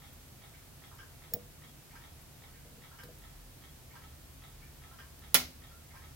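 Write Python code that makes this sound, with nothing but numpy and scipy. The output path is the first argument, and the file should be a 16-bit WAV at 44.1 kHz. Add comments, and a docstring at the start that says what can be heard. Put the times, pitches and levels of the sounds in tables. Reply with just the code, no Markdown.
"""A low hum, a faint hiss and a quick clock ticking across a quiet room, heard from a workbench.
Close to the microphone a small brass part is being soldered: flux fizzes and pops, nudges set the
bench top ringing and the iron touches the brass. Farther off a slow clock knocks out tick and tock.
A deep drone swells twice and the machine hum rises and stays up. Near the end something hard snaps
on the right and the room answers."""
import sys
import numpy as np
from scipy import signal
from scipy.fft import rfft, irfft
from scipy.io import wavfile
from scipy.ndimage import uniform_filter1d

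SR = 44100
rng = np.random.default_rng(int(sys.argv[2]) if len(sys.argv) > 2 else 0)


def materialize(psi):
    """Save the field psi as 16-bit PCM at rate SR to the path in sys.argv[1].

    A 1-D psi becomes a single channel; in a 2-D psi each row is a channel.
    """
    bounded = np.clip(np.atleast_2d(psi).T, -1, 1)
    quanta = np.round(bounded * 32767).astype(np.int16)
    wavfile.write(sys.argv[1], SR, quanta)


N = 271215
TIME = np.arange(N) / SR
EVENT_SAMPLES = SR // 2


def from_db(db):
    """Decibels to gain."""
    return 10 ** (np.asarray(db) / 20)


def pan(left_minus_right_db):
    """Stereo gains; negative lies to the microphone's right."""
    return from_db(left_minus_right_db * np.array([[.5], [-.5]]))


def rms_one(x):
    """Scale to rms 1."""
    return x / np.sqrt(np.mean(x ** 2) + 1e-30)


def energy_one(x):
    """Scale each channel to energy 1."""
    return x / np.sqrt(np.sum(x ** 2, axis=-1, keepdims=True) + 1e-30)


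def at_hz(points, hz):
    """Read a table on a log-frequency axis."""
    f, value = np.transpose(points)
    return np.interp(np.log(hz), np.log(f), value)


def bins(size):
    """Frequencies of a real FFT, kept above zero."""
    return np.maximum(np.arange(size // 2 + 1) * SR / size, 1)


def add(out, s, sound):
    """Mix a sound in at time s."""
    i = min(max(round(s * SR), 0), N)
    out[:, i:i + sound.shape[-1]] += sound[..., :N - i]


def colour(x, gain):
    """Causal (minimum-phase) filter with the given gain per FFT bin."""
    size = x.shape[-1]
    cepstrum = irfft(np.log(gain + 1e-6), size)
    cepstrum[1:size // 2] *= 2
    cepstrum[size // 2 + 1:] = 0
    return irfft(rfft(x) * np.exp(rfft(cepstrum)), size)


def shaped(x, spectrum):
    """Give a sound a broad spectrum."""
    return colour(x, from_db(at_hz(spectrum, bins(x.shape[-1]))))


def resonate(x, modes):
    """Parallel resonances with alternating signs."""
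    out = 0
    for k, (hz, width, db) in enumerate(modes):
        r = np.exp(-np.pi * width / SR)
        poles = [1, -2 * r * np.cos(2 * np.pi * hz / SR), r * r]
        ring = signal.lfilter([1, 0, -1], poles, x + 1e-18)
        out = out + (-1) ** k * from_db(db) * (1 - r * r) / 2 * ring
    return out


def fade(t60):
    """Exponential decay, 60 dB in t60 seconds."""
    return from_db(-np.minimum(60 * TIME[:EVENT_SAMPLES] / t60, 300))


def contact(t60):
    """A rough contact: a dying flurry of tiny impacts, energy 1."""
    return energy_one(rng.standard_normal(EVENT_SAMPLES) * fade(t60))


def wavering(hz, width_hz):
    """A hum line whose phase wanders; rms 1."""
    wander = np.cumsum(rng.standard_normal(N)) * np.sqrt(2 * np.pi * width_hz / SR)
    return np.sqrt(2) * np.sin(2 * np.pi * hz * TIME + uniform_filter1d(wander, size=SR // 50))


# Room sound at the microphone's two channels (f/Hz, left-right correlation)
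CHANNEL_LIKENESS = [(60, 0.93), (130, 0.91), (290, 0.37), (640, 0.29), (1410, 0.28), (3100, 0.0089),
                    (15000, 0.0092)]
def diffuse(size=EVENT_SAMPLES):
    """White stereo noise as a room delivers it: alike in the bass, unrelated in the treble."""
    mid, side = rfft(rng.standard_normal((2, size)))
    alike = at_hz(CHANNEL_LIKENESS, bins(size))
    return irfft(np.sqrt(1 + alike) * mid + np.sqrt(1 - alike) * side * [[1], [-1]], size)


# The room's decay, heard from the bench (f/Hz, t60/s)
ROOM_DECAY = [(120, 0.37), (250, 0.5), (600, 0.28), (2000, 0.26), (5000, 0.32), (9000, 0.22), (15000, 0.24)]
def room():
    """Reverberation from one spot: each octave dies at its own rate; energy 1."""
    field = rfft(diffuse())
    octave = np.clip(np.log2(bins(EVENT_SAMPLES) / 125), 0, 7)
    tail = 0
    for k in range(8):
        band = irfft(field * np.maximum(1 - abs(octave - k), 0), EVENT_SAMPLES)
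        tail = tail + band * fade(at_hz(ROOM_DECAY, 125 * 2 ** k))
    return energy_one(tail)


def at_microphone(sound, reverb, direct_db):
    """Straight path plus room, energy 1; a higher direct_db sounds nearer."""
    wet = signal.fftconvolve(sound[None], reverb, axes=1)[:, :len(sound)]
    return energy_one(wet + from_db(direct_db) * sound)


# The building, all around the microphone (f/Hz, relative level/dB)
RUMBLE_SPECTRUM = [(15, -24.5), (28, -10), (40, -2.5), (52, -10), (75, 0), (100, -6.5), (135, -3.5),
                   (155, -5), (178, -14.5), (250, -12), (330, -18), (600, -20.5), (900, -59.5)]
def building_rumble(db=-56.5):
    """Steady low noise fills the room."""
    return from_db(db) * rms_one(shaped(diffuse(N), RUMBLE_SPECTRUM))


# Steady hum lines in the room (f/Hz, level/dB)
HUM_LINES = [(42, -68), (146, -69)]
def machine_hum(hz=71.2, quiet_db=-70.5, loud_db=-59, swell_s=3.66, rise_s=.39):
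    """The machine's main hum swells once and stays up, over fainter steady lines."""
    risen = np.clip((TIME - swell_s) / rise_s, 0, 1)
    main = from_db(quiet_db + (loud_db - quiet_db) * risen) * wavering(hz, width_hz=3.6)
    return main + sum(from_db(db) * wavering(f, width_hz=5.2) for f, db in HUM_LINES)


# The microphone's noise floor (f/Hz, relative level/dB)
HISS_SPECTRUM = [(180, -25), (300, -9.5), (348, -3), (379, -9.5), (528, -11), (624, -8), (667, -2.5),
                 (774, -5.5), (961, -6.5), (1040, -7.5), (2140, -9.5), (2440, -9.5), (6520, -11.5),
                 (11700, -12), (16000, -11.5)]
def microphone_hiss(db=-57):
    """Faint, steady broadband noise."""
    return from_db(db) * rms_one(shaped(diffuse(N), HISS_SPECTRUM))


# Whine in both channels (f/Hz, width/Hz, relative level/dB)
WHINE_BANDS = [(11500, 160, 14), (11870, 180, 9), (15400, 300, -11)]
def electrical_whine(db=-73):
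    """Narrow bands of noise make a thin, high whine."""
    return from_db(db) * rms_one(resonate(rng.standard_normal((2, N)), WHINE_BANDS))


# Quick clock across the room, contacts of its first beat (t/s, level/dB, rattle t60/s)
QUICK_CONTACTS = [(.020, -31.5, .05), (.038, -26.5, 0.032), (.047, -32, 0.02)]
# Its case (f/Hz, width/Hz, relative level/dB)
QUICK_CASE_MODES = [(794, 81, -1.5), (1310, 16, 10), (1816, 97, -1), (2130, 190, -5), (3310, 65, -1),
                    (3560, 77, -3), (3670, 280, -6.5)]
def quick_clock(period_s=.4, vary_db=.6, rattle=.6):
    """On every beat the escapement strikes the same small case and rattles briefly."""
    out, impact = np.zeros((2, N)), signal.unit_impulse(EVENT_SAMPLES)
    for s, db, t60 in QUICK_CONTACTS:
        reverb = room()
        for start in np.arange(0, N / SR, period_s):
            tick = resonate(impact + rattle * contact(t60), QUICK_CASE_MODES)
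            gain = from_db(db + vary_db * rng.normal())
            add(out, start + s, gain * at_microphone(tick, reverb, direct_db=-5))
    return out


# Fizzes at the hot joint, close to the microphone (t/s, level/dB, f/Hz)
FLUX_FIZZES = [(.130, -30, 14000), (2.215, -32, 12400), (3.185, -33, 12400)]
# Single pops there (t/s, level/dB)
FLUX_POPS = [(.952, -34), (4.995, -37), (5.192, -32), (5.284, -33)]
def boiling_flux(fizz_t60=.065, pop_t60=.004, pop_hz=14000, width_hz=3000):
    """Flux boils off in tiny bursts of high noise."""
    out = np.zeros((2, N))
    fizzes = [(s, db, fizz_t60, hz) for s, db, hz in FLUX_FIZZES]
    pops = [(s, db, pop_t60, pop_hz) for s, db in FLUX_POPS]
    for s, db, t60, hz in fizzes + pops:
        burst = resonate(diffuse() * fade(t60), [(hz, width_hz, 0)])
        add(out, s, from_db(db) * energy_one(burst))
    return out


def struck(events, modes, direct_db, tick_db, impact):
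    """An impact and a scrape give a dry tick and ring a body; soft contacts miss the high modes."""
    out, reverb = np.zeros((2, N)), room()
    for s, db, t60, bright_hz in events:
        tick = energy_one(impact * signal.unit_impulse(EVENT_SAMPLES) + contact(t60))
        lowpass = 1 / np.hypot(1, (bins(EVENT_SAMPLES) / bright_hz) ** 2)
        body = resonate(colour(tick, lowpass), modes) + from_db(tick_db) * tick
        add(out, s, from_db(db) * at_microphone(body, reverb, direct_db))
    return out


# Nudges to the bench, near the microphone (t/s, level/dB, push t60/s, brightness f/Hz)
BENCH_NUDGES = [(.320, -28, 0.26, 217), (1.320, -21, .04, 500), (1.339, -13.5, 0.012, 910),
                (1.360, -17, 0.046, 1510), (2.650, -29, .04, 600), (2.715, -29, 0.15, 240),
                (2.775, -27.5, 0.09, 230), (3.036, -21.5, .09, 258), (3.085, -23, 0.05, 1200)]
# The bench top (f/Hz, width/Hz, relative level/dB)
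BENCH_MODES = [(104, 38, 1.5), (208, 25, 5), (281, 34, 3), (344, 180, -2.5), (413, 45, 3),
               (482.4, 11, 14.5), (581, 8.5, 9), (644, 18, 7), (760, 57, -4)]
def bench_nudges():
    """Soft pushes stir the low modes of the bench top."""
    return struck(BENCH_NUDGES, BENCH_MODES, direct_db=7, tick_db=-42, impact=.99)


# Slow clock across the room, first tick and tock (t/s, level/dB, rattle t60/s, f/Hz, width/octaves)
SLOW_CONTACTS = [(.910, -26, 0.064, 1010, .53), (.986, -21, 0.016, 1580, 1.03),
                 (.998, -28.5, .04, 2000, 1.3), (1.012, -27, 0.086, 1250, 0.36),
                 (1.905, -30.5, 0.042, 2180, 0.16), (1.930, -25.5, .11, 890, 0.38),
                 (1.952, -23, 0.05, 1660, 2)]
# Its odd gear slips (same columns)
GEAR_SLIPS = [(.535, -29, .076, 2240, .2), (2.535, -32, 0.12, 2180, 0.25), (4.618, -27.5, 0.04, 2120, 0.14),
              (5.69, -29, .51, 1370, .08)]
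# Its case (f/Hz, width/Hz, relative level/dB)
SLOW_CASE_MODES = [(724, 75, -21), (940, 110, -2), (1110, 140, -4.5), (1320, 250, -6), (1510, 160, -1),
                   (1570, 120, 1.5), (1803, 105, -1), (2330, 190, -4), (2330, 73, -2), (3000, 220, -10.5),
                   (3370, 150, -11), (5100, 730, -12)]
def slow_clock(period_s=2.0, variation=.59):
    """Gears knock on the case in the same order, a little differently each cycle, and sometimes slip."""
    out, reverb = np.zeros((2, N)), room()
    cycles = np.arange(0, N / SR, period_s)
    for knocks, starts in [(SLOW_CONTACTS, cycles), (GEAR_SLIPS, [0])]:
        for s, db, t60, hz, octaves in knocks:
            usual = contact(t60)
            band = 1 / (1 + (np.log2(bins(EVENT_SAMPLES) / hz) / octaves) ** 2)
            for start in starts:
                knock = colour(usual + variation * contact(t60), band)
                case = resonate(knock, SLOW_CASE_MODES)
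                add(out, start + s, from_db(db) * at_microphone(case, reverb, direct_db=-9))
    return out


# The iron's touches, close up and a little right (t/s, level/dB, scrape t60/s, brightness f/Hz)
IRON_TOUCHES = [(1.3368, -3.5, 0.019, 16300), (1.3385, -9, 0.072, 16400), (3.036, -26, 0.049, 3020)]
# The brass strip (f/Hz, width/Hz, relative level/dB)
BRASS_MODES = [(1750, 450, -28), (3892, 120, -25), (5450, 600, -20), (6218, 120, -24), (6767, 200, -22),
               (8829, 100, -19), (10100, 600, -21), (11780, 150, -15), (14050, 400, -10), (15000, 500, -6),
               (15650, 200, 5)]
def iron_on_brass(pan_db=-4.5):
    """The iron scrapes the strip, which rings high and briefly."""
    return struck(IRON_TOUCHES, BRASS_MODES, direct_db=27, tick_db=-35, impact=.3) * pan(pan_db)


# Swells of the room's deepest tone (t/s, length/s, top level/dB)
DRONE_ARCHES = [(2.964, 0.8, -59), (4.38, 0.43, -61)]
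def drone(hz=41.5):
    """A deep tone rises and sinks in smooth arches."""
    level = 0
    for s, length, db in DRONE_ARCHES:
        progress = np.clip((TIME - s) / length, 0, 1)
        level = level + from_db(db) * np.sin(np.pi * progress)
    return level * wavering(hz, width_hz=2.9)


# A snap nearby on the right, with echoes off bench and wall
# (t/s, relative level/dB, t60/s, left minus right/dB)
SNAP_ARRIVALS = [(5.3436, 4, .006, -10), (5.3443, 1, .005, -8), (5.3485, -2, .006, -2),
                 (5.3527, 0, .007, 5)]
# Its crack, then its scatter and tail, at the microphone (f/Hz, relative level/dB)
CRACK_SPECTRUM = [(59, -41), (100, -19), (570, -3), (950, -10), (1610, -28), (1910, 1), (2800, -15),
                  (3540, 1), (5900, -4), (7770, 2), (9410, 1), (10500, 3.5), (16000, 7)]
TAIL_SPECTRUM = [(59, -16), (100, -28), (140, -13), (255, -11), (492, -9.5), (558, -5.5), (1100, -9.5),
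                 (1310, -5), (1420, -4), (1650, -10), (2080, -0.5), (2690, -6.5), (6020, -4.5),
                 (7940, -11.5), (16000, -7)]
# What rings after it, and the low room modes it stirs (f/Hz, width/Hz, relative level/dB)
RING_MODES = [(802, 18, 6), (1020, 39, 6.5), (1394, 26, 5), (1456, 33, 2.5), (2070, 28, -11), (2100, 25, 0),
              (2640, 24, 5), (2650, 26, -12), (3030, 58, 6), (3400, 41, 8), (3500, 59, 0), (4210, 24, -16),
              (4640, 33, -5), (5040, 30, -8), (6170, 38, -11), (10600, 84, 9), (14900, 150, -1)]
BOOM_MODES = [(165, 7.1, 0), (250.5, 4.3, 2.5), (267.5, 22, -6.5)]
def snap(crack_db=2, early_db=8.5, ring_db=4, tail_db=6, boom_db=-10, scatter_pan_db=-4):
    """A hard crack, dense scatter from the things on the bench, a short ring and the room's tail."""
    out, impulse = np.zeros((2, N)), signal.unit_impulse(EVENT_SAMPLES)
    for s, db, t60, pan_db in SNAP_ARRIVALS:
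        crack = energy_one(shaped(diffuse() * fade(t60), CRACK_SPECTRUM))
        add(out, s, from_db(crack_db + db) * crack * pan(pan_db))
    arriving = 1 - fade(t60=.038)   # reflections take a few milliseconds to build up
    scatter = energy_one(diffuse() * fade(t60=.076) * arriving)
    early = from_db(early_db) * energy_one(shaped(scatter, TAIL_SPECTRUM))
    ring = from_db(ring_db) * at_microphone(resonate(impulse, RING_MODES), scatter, direct_db=-3)
    tail = from_db(tail_db) * energy_one(shaped(room() * arriving, TAIL_SPECTRUM))
    boom = from_db(boom_db) * energy_one(resonate(impulse, BOOM_MODES))
    add(out, SNAP_ARRIVALS[0][0], (early + ring) * pan(scatter_pan_db) + tail + boom)
    return out


def scene():
    """From the bench: close handling a little to the right, far clocks, room tone all around."""
    clocks = quick_clock() + slow_clock()
    near = iron_on_brass() + bench_nudges() + snap() + boiling_flux()
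    room_tone = building_rumble() + machine_hum() + microphone_hiss() + electrical_whine() + drone()
    return near + (clocks + room_tone) * pan(-.5)


def record(dry, cutoff_hz=16000):
    """Peaks stop at full scale and the top is cut."""
    lowpass = signal.ellip(12, .1, 70, cutoff_hz, fs=SR, output="sos")
    return signal.sosfilt(lowpass, np.clip(dry, -1, 1))


dry = scene()
out = record(dry)
materialize(out)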